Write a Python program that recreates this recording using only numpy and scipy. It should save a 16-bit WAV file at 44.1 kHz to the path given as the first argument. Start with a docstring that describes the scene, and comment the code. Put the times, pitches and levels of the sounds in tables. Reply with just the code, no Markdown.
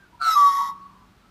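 """Quiet outdoor air comes first: soft noise, a low distant hum and far birds whistling in the trees.
Then a magpie on a veranda rail gives one loud, falling two-part call.
One side of its syrinx whistles; the other pulses, fluttering the whistle and adding a buzz that ends in a rasp.
The roof and the garden answer with echoes, and one microphone channel holds it all."""
import sys
import numpy as np
from scipy import signal
from scipy.fft import rfft, irfft
from scipy.io import wavfile
from scipy.ndimage import map_coordinates

SR = 44100
rng = np.random.default_rng(int(sys.argv[2]) if len(sys.argv) > 2 else 0)


def generate_wav(sig):
    """Save sig (samples, or channels by samples) to the path in sys.argv[1] as 16-bit PCM at SR."""
    pcm = np.round(np.clip(np.atleast_2d(sig).T, -1, 1) * 32767).astype(np.int16)
    wavfile.write(sys.argv[1], SR, pcm)


N = 57330
T = np.arange(N) / SR  # seconds

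# Two resonances of the opening beak. Each row: time in seconds, centre of the first in Hz,
# its level in dB, level of the second in dB (both before the beat).
BEAK_RESONANCES = [(.2, 4500, -70.5, -83.5), (.222, 4384, -39, -69.5), (.25, 4181, -39.5, -50.5),
                   (.29, 3981, -39.5, -41), (.33, 3888, -50.5, -38), (.36, 3830, -56, -58)]


def from_db(db):
    """Gain of a level in dB."""
    return 10 ** (np.asarray(db) / 20)


def rms_one(x):
    """Scale to an rms of 1."""
    return x / np.sqrt(np.mean(x ** 2) + 1e-20)


def in_time(rows):
    """Each column of a curve, at every sample."""
    seconds, *columns = np.transpose(rows)
    return [np.interp(T, seconds, column) for column in columns]


def gate(rows):
    """Open for as long as a curve lasts, with soft edges just outside it."""
    edge_s = 0.0027
    opening = np.clip((T - rows[0][0]) / edge_s + 1, 0, 1)
    closing = np.clip((rows[-1][0] - T) / edge_s + 1, 0, 1)
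    return opening * closing


def phase_of(hz):
    """Running phase of a frequency curve, in radians."""
    return 2 * np.pi * np.cumsum(hz) / SR


def high_pass(x, order, hz):
    """Keep what lies above a frequency."""
    return signal.sosfilt(signal.butter(order, hz, "high", fs=SR, output="sos"), x)


def drift(rate_hz):
    """Slow chance with a spread of 1: noise below a rate, taken after the filter has settled."""
    sos = signal.butter(2, rate_hz, fs=SR, output="sos")
    return rms_one(signal.sosfilt(sos, rng.standard_normal(2 * N))[N:])


def coloured(x, spectrum):
    """Causal (minimum-phase) filter that follows a spectrum and keeps the power of white noise."""
    hz, db = np.transpose(spectrum)
    f = np.maximum(np.fft.rfftfreq(2 * N, 1 / SR), 1)
    gain = rms_one(from_db(np.interp(np.log(f), np.log(hz), db)))
    # Folding the cepstrum onto positive time makes the filter causal.
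    cepstrum = irfft(np.log(gain))
    cepstrum[1:N] *= 2
    cepstrum[N + 1:] = 0
    return irfft(rfft(x, 2 * N) * np.exp(rfft(cepstrum)))[:N]


def background():
    """Soft outdoor noise, shaped from white noise, and a distant hum, a sine of wandering pitch."""
    # Distant hum. Each row: time in seconds, pitch in Hz, rms level in dB.
    hum_curve = [(0, 185.9, -66.5), (.55, 184.5, -70), (.72, 186.8, -59), (.9, 187.3, -60),
                 (1.08, 189, -63), (1.3, 188.4, -73)]
    # Colour of the outdoor air. Each row: frequency in Hz, relative level in dB per Hz.
    air_colour = [(25, -19), (48, 4), (70, -2.5), (130, -2), (230, -3), (330, -6.5), (500, -17), (800, -13),
                  (1300, -12), (2000, -19), (4000, -23), (7000, -31), (10000, -35), (15000, -37)]
    air_rms_db = -56.5
    hz, db = in_time(hum_curve)
    hum = from_db(db) * np.sqrt(2) * np.sin(phase_of(hz + 2.9 * drift(15)))
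    air_noise = from_db(air_rms_db) * coloured(rng.standard_normal(N), air_colour)
    return hum + air_noise


def far_birds():
    """Faint whistles from the trees: gliding sines that waver in pitch and strength."""
    # Each row: start in seconds, length in seconds, pitch in Hz, glide in Hz per second,
    # level in dB (peak, before the waver).
    far_notes = [(-.02, .08, 1630, -1200, -55), (0.046, 0.042, 1440, -300, -56),
                 (0.126, 0.041, 956, -100, -51), (.172, .035, 950, -100, -52),
                 (0.779, 0.17, 4400, 4, -72.5), (.88, .1, 1082, -200, -53), (0.939, 0.13, 1005, -4, -54.5),
                 (1.21, .11, 1310, 4, -61.5)]
    out = np.zeros(N)
    for start, length, hz, glide, db in far_notes:
        swell = np.sqrt(np.abs(np.sin(np.pi * np.clip((T - start) / length, 0, 1))))
        strength = from_db(db) * swell * (1 + 0.49 * drift(73))
        pitch = hz + glide * np.clip(T - start, 0, length) + 14 * drift(60)
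        out += strength * np.sin(phase_of(pitch))
    return out


def magpie():
    """Both notes ride on one run of syrinx pulses, which jumps in rate at the break between them."""
    # Pulsing side of the syrinx. Each row: time in seconds, pulses per second,
    # irregularity as a share of the rate.
    pulse_curve = [(.2, 119.4, 0.018), (.3, 125, 0.013), (.32, 128, 0.017), (.345, 142, .02),
                   (.36, 199, 0.0041), (.4, 195, .003), (.43, 192, .002), (.47, 189.3, 0.0028),
                   (.515, 188, 0.011), (.545, 188, 0.023), (.72, 198, 0.026)]
    rate, irregular = in_time(pulse_curve)
    pulses = phase_of(rate * (1 + irregular * drift(110)))
    return upper_note(pulses, irregular) + lower_note(pulses, irregular)


def upper_note(pulses, irregular):
    """The opening whistle, with an undertone, a ringing beak and overtones that grow as it clears."""
    # Whistle. 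Each row: time in seconds, pitch in Hz, level in dB (before flutter), flutter depth 0-1.
    upper_whistle = [(.195, 1384, -54.5, 0), (.216, 1345, -24, 0.67), (.245, 1339, -24, 0.64),
                     (.27, 1331, -20, 0.4), (.289, 1305, -15.5, 0.1), (.305, 1300, -19, 0.3),
                     (.317, 1299, -19.5, 0.2), (.342, 1289, -19, 0.13), (.358, 1278, -34, 0)]
    # Overtones. Each row: time in seconds, then rms levels in dB of the 2nd, 3rd, 4th, 5th and 9th.
    overtone_levels = [(.2, -75, -63.5, -80, -76, -91), (.225, -56.5, -45.5, -63.5, -74.5, -69),
                       (.29, -55.5, -40.5, -60, -63.5, -52), (.316, -66, -38.5, -40.5, -52.5, -46.5),
                       (.337, -53.5, -31.5, -36, -44.5, -45), (0.36, -50.5, -47, -42, -42.5, -50.5)]
    # Sixth harmonic of the pulses. Each row: time in seconds, level in dB (before its waver).
    undertone_level = [(.2, -55.5), (.218, -46.5), (.242, -58.5), (.27, -41.5), (.3, -43.5), (.32, -50.5),
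                       (.35, -49.5)]
    # Buzz. Each row: time in seconds, level in dB (before its shimmer).
    upper_buzz = [(0.2, -65), (0.221, -46), (.255, -41), (.29, -36), (.335, -39), (.358, -49)]
    # Throat and beak colour of the buzz, at a stretch of 1. Each row: frequency in Hz, relative level in dB.
    upper_throat = [(520, -18.5), (820, 2), (1000, 4), (1500, 13.5), (1800, -3.5), (2100, 9.5), (2400, -12),
                    (2750, 1.5), (3100, -9.5), (3850, 0), (4400, -16), (4750, -23), (5300, -6.5),
                    (6300, -5), (7800, -5), (8750, -5.5), (9500, -18), (10500, -20.5), (11300, -10.5),
                    (12200, -13.5), (12800, -22), (14000, -8.5), (14700, -7.5), (15500, -19)]
    beak_open_hz = 3990  # first beak resonance at which the throat colour is unstretched

    tone, phase, beat = whistle(upper_whistle, 10 * pulses)
    shaky = phase + 0.02 * drift(300)
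    overtones = sum(from_db(db) * np.sin(k * shaky)
                    for k, db in zip((2, 3, 4, 5, 9), in_time(overtone_levels)))
    overtones = np.sqrt(2) * gate(overtone_levels) * overtones
    undertone = from_db(in_time(undertone_level)[0]) * np.sin(6 * pulses) * (1 + 0.33 * drift(110))
    undertone = np.sqrt(2) * gate(undertone_level) * undertone
    stretch = in_time(BEAK_RESONANCES)[0] / beak_open_hz
    buzzing = buzz(pulses, irregular, upper_buzz, upper_throat, stretch)
    return tone + overtones + undertone + beak_ring(beat) + buzzing


def whistle(note, neighbour):
    """A nearly pure tone that beats with a pulse harmonic near it, below it for most of the call.
    Gives sound, phase and beat."""
    pitch_jitter = 0.0037  # rms share of the pitch
    flutter_swing_rad = 0.062  # phase swing at a flutter depth of 1
    hz, db, depth = in_time(note)
    phase = phase_of(hz * (1 + pitch_jitter * drift(120)))
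    beat = phase - neighbour
    flutter = 1 + depth * np.cos(beat)
    tone = flutter * np.sin(phase + flutter_swing_rad * depth * np.sin(beat))
    return gate(note) * from_db(db) * np.sqrt(2) * tone, phase, beat


def beak_ring(beat):
    """The pulses keep two resonances ringing; both sink in pitch as the beak opens."""
    second_ratio, shake_rad = 1.37, .8
    hz, first_db, second_db = in_time(BEAK_RESONANCES)
    rings = sum(from_db(db) * np.sin(phase_of(ratio * hz) + shake_rad * drift(290))
                for ratio, db in ((1, first_db), (second_ratio, second_db)))
    return gate(BEAK_RESONANCES) * np.sqrt(2) * (1 + .5 * np.cos(beat)) * rings


def buzz(pulses, irregular, level, throat, stretch, count=128):
    """Smeared pulses, each with a puff of air, pass a throat whose resonances scale with stretch.
    Uneven pulses leak more air and differ more in strength."""
    smear_rad, pulse_sharpness = 1.4, 0.5
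    steady_air, air_per_irregularity = .02, 11  # air as a share of the power
    shimmer_db_per_irregularity = 170

    smear = smear_rad * rng.standard_normal(count)
    step = np.gradient(pulses)  # radians per sample
    # Harmonics beyond half the sample rate are left out.
    harmonics = rms_one(sum(np.cos(k * pulses + smear[k]) * (k * step < np.pi)
                            for k in range(1, count)))
    puffs = rms_one(np.exp(pulse_sharpness * np.cos(pulses) / 2) * rng.standard_normal(N))
    air = np.clip(steady_air + air_per_irregularity * irregular, 0, 1)
    shimmer_db = shimmer_db_per_irregularity * irregular * np.tanh(drift(84))
    gain = gate(level) * from_db(in_time(level)[0] + shimmer_db)
    source = gain * (np.sqrt(1 - air) * harmonics + np.sqrt(air) * puffs)

    # Filtering on a warped clock and then undoing the warp moves the resonances, not the pulses.
    samples, clock = np.arange(N), np.cumsum(stretch)
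    warped = map_coordinates(source, [np.interp(samples, clock, samples)], order=3)
    return map_coordinates(coloured(warped, throat), [clock], order=3)


def lower_note(pulses, irregular):
    """The long whistle, then its faint, smooth echo dying away, over a growl and a buzz."""
    # Whistle, and from about .74 s its faint echo. Each row: time in seconds, pitch in Hz,
    # level in dB (before flutter), flutter depth 0-1.
    whistle_and_echo = [(.351, 1185, -28.5, 0), (.364, 1159, -14.5, .1), (.375, 1168, -12.5, 0.1),
                        (.42, 1148, -12.5, 0.11), (.465, 1132, -12.5, 0.07), (.495, 1123, -17.5, 0.21),
                        (.523, 1115, -23.5, 0.12), (.615, 1118, -22, 0.07), (.665, 1110, -31, 0.26),
                        (.702, 1107, -31.5, 0.18), (.745, 1115, -45.5, .1), (.85, 1113, -49, 0),
                        (.92, 1130, -78, .1)]
    # Buzz. Each row: time in seconds, level in dB (before its shimmer).
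    lower_buzz = [(0.352, -43.5), (0.379, -36.5), (.42, -39.5), (0.471, -38.5), (.53, -42), (.61, -44.5),
                  (0.683, -49), (0.714, -68), (.75, -75)]
    # Throat and beak colour of the buzz. Each row: frequency in Hz, relative level in dB.
    lower_throat = [(550, -29.5), (800, -6.5), (1400, 7), (1600, -7), (2000, 5.5), (2500, -16.5),
                    (2950, -13.5), (3300, 3), (3600, -6.5), (3790, 7.5), (3920, -8), (4100, -13.5),
                    (4400, -4), (4950, -7.5), (5240, 5.5), (5360, -0.5), (5510, 6), (5750, -4.5),
                    (6350, -3), (6850, -9.5), (7300, -4), (8200, -28.5), (9050, -7.5), (9500, -15),
                    (10400, -21.5), (11500, -0.5), (12400, -19), (13300, -41.5), (14300, -15.5),
                    (15400, -30)]

    fifth = 5 * pulses
    tone, _, _ = whistle(whistle_and_echo, fifth)
    buzzing = buzz(pulses, irregular, lower_buzz, lower_throat, np.ones(N))
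    return tone + growl(fifth) + buzzing


def growl(fifth):
    """The fifth pulse harmonic gives way to a narrow band of noise, and the tenth starts to waver."""
    # Each row: time in seconds, level of the fifth harmonic in dB, of the tenth in dB (clean parts).
    growl_levels = [(.35, -45.5, -70), (.385, -32, -58.5), (.43, -49.5, -54.5), (.49, -37, -60),
                    (.525, -50, -47.5), (.555, -38.5, -52.5), (.61, -31, -51.5), (.65, -36, -50.5),
                    (.695, -36.5, -56), (.74, -52, -80)]
    half_width_hz, centre_hz, rough_from_s = 60, 972, .53
    centre = phase_of(np.full(N, centre_hz))
    rasp = drift(half_width_hz) * np.cos(centre) + drift(half_width_hz) * np.sin(centre)
    rasp = rms_one(high_pass(rasp, 4, 800))
    rough = np.clip((T - rough_from_s) / .02, 0, 1)
    fifth_db, tenth_db = in_time(growl_levels)
    clean = (1 - rough * 0.91) * np.sqrt(2) * np.sin(fifth)
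    low = from_db(fifth_db) * (rough * rasp + clean)
    high = from_db(tenth_db) * np.sqrt(2) * np.sin(2 * fifth) * (1 + rough * drift(70))
    return gate(growl_levels) * (low + high)


def surroundings(x):
    """Single reflections, treble scattered under the roof and a long dull tail from the trees."""
    # Reflections from rail, roof, wall and the next house. Each row: delay in seconds, level in dB.
    echoes = [(.0062, -43.5), (0.0151, -17.5), (0.0227, -22.5), (0.117, -29), (.225, -33.5)]
    veranda_t60_s, veranda_db, veranda_low_hz = 0.085, -1, 2730
    garden_t60_s, garden_db, garden_dull_hz = 1.19, -22, 1790
    near = sum(from_db(db) * np.interp(T - delay, T, x, left=0) for delay, db in echoes)
    bright = high_pass(x, 3, veranda_low_hz)
    dull = signal.sosfilt(signal.butter(1, garden_dull_hz, fs=SR, output="sos"), x)
    veranda = from_db(veranda_db) * tail(bright, veranda_t60_s)
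    garden = from_db(garden_db) * tail(dull, garden_t60_s)
    return near + veranda + garden


def tail(x, t60):
    """Diffuse, dying reflections: noise that builds up over 14 ms and loses 60 dB in t60 seconds."""
    response = rng.standard_normal(N) * from_db(-60 * T / t60) * np.clip(T / 0.014, 0, 1)
    return signal.fftconvolve(x, response / np.linalg.norm(response))[:N]


def scene():
    """The call in its surroundings, over the quiet garden, as one channel."""
    call = magpie()
    return (background() + far_birds() + call + surroundings(call))[None]


def record(dry):
    """The top is cut steeply above 15.4 kHz."""
    return signal.sosfilt(signal.ellip(10, .1, 70, 15400, fs=SR, output="sos"), dry)


dry = scene()
out = record(dry)
generate_wav(out)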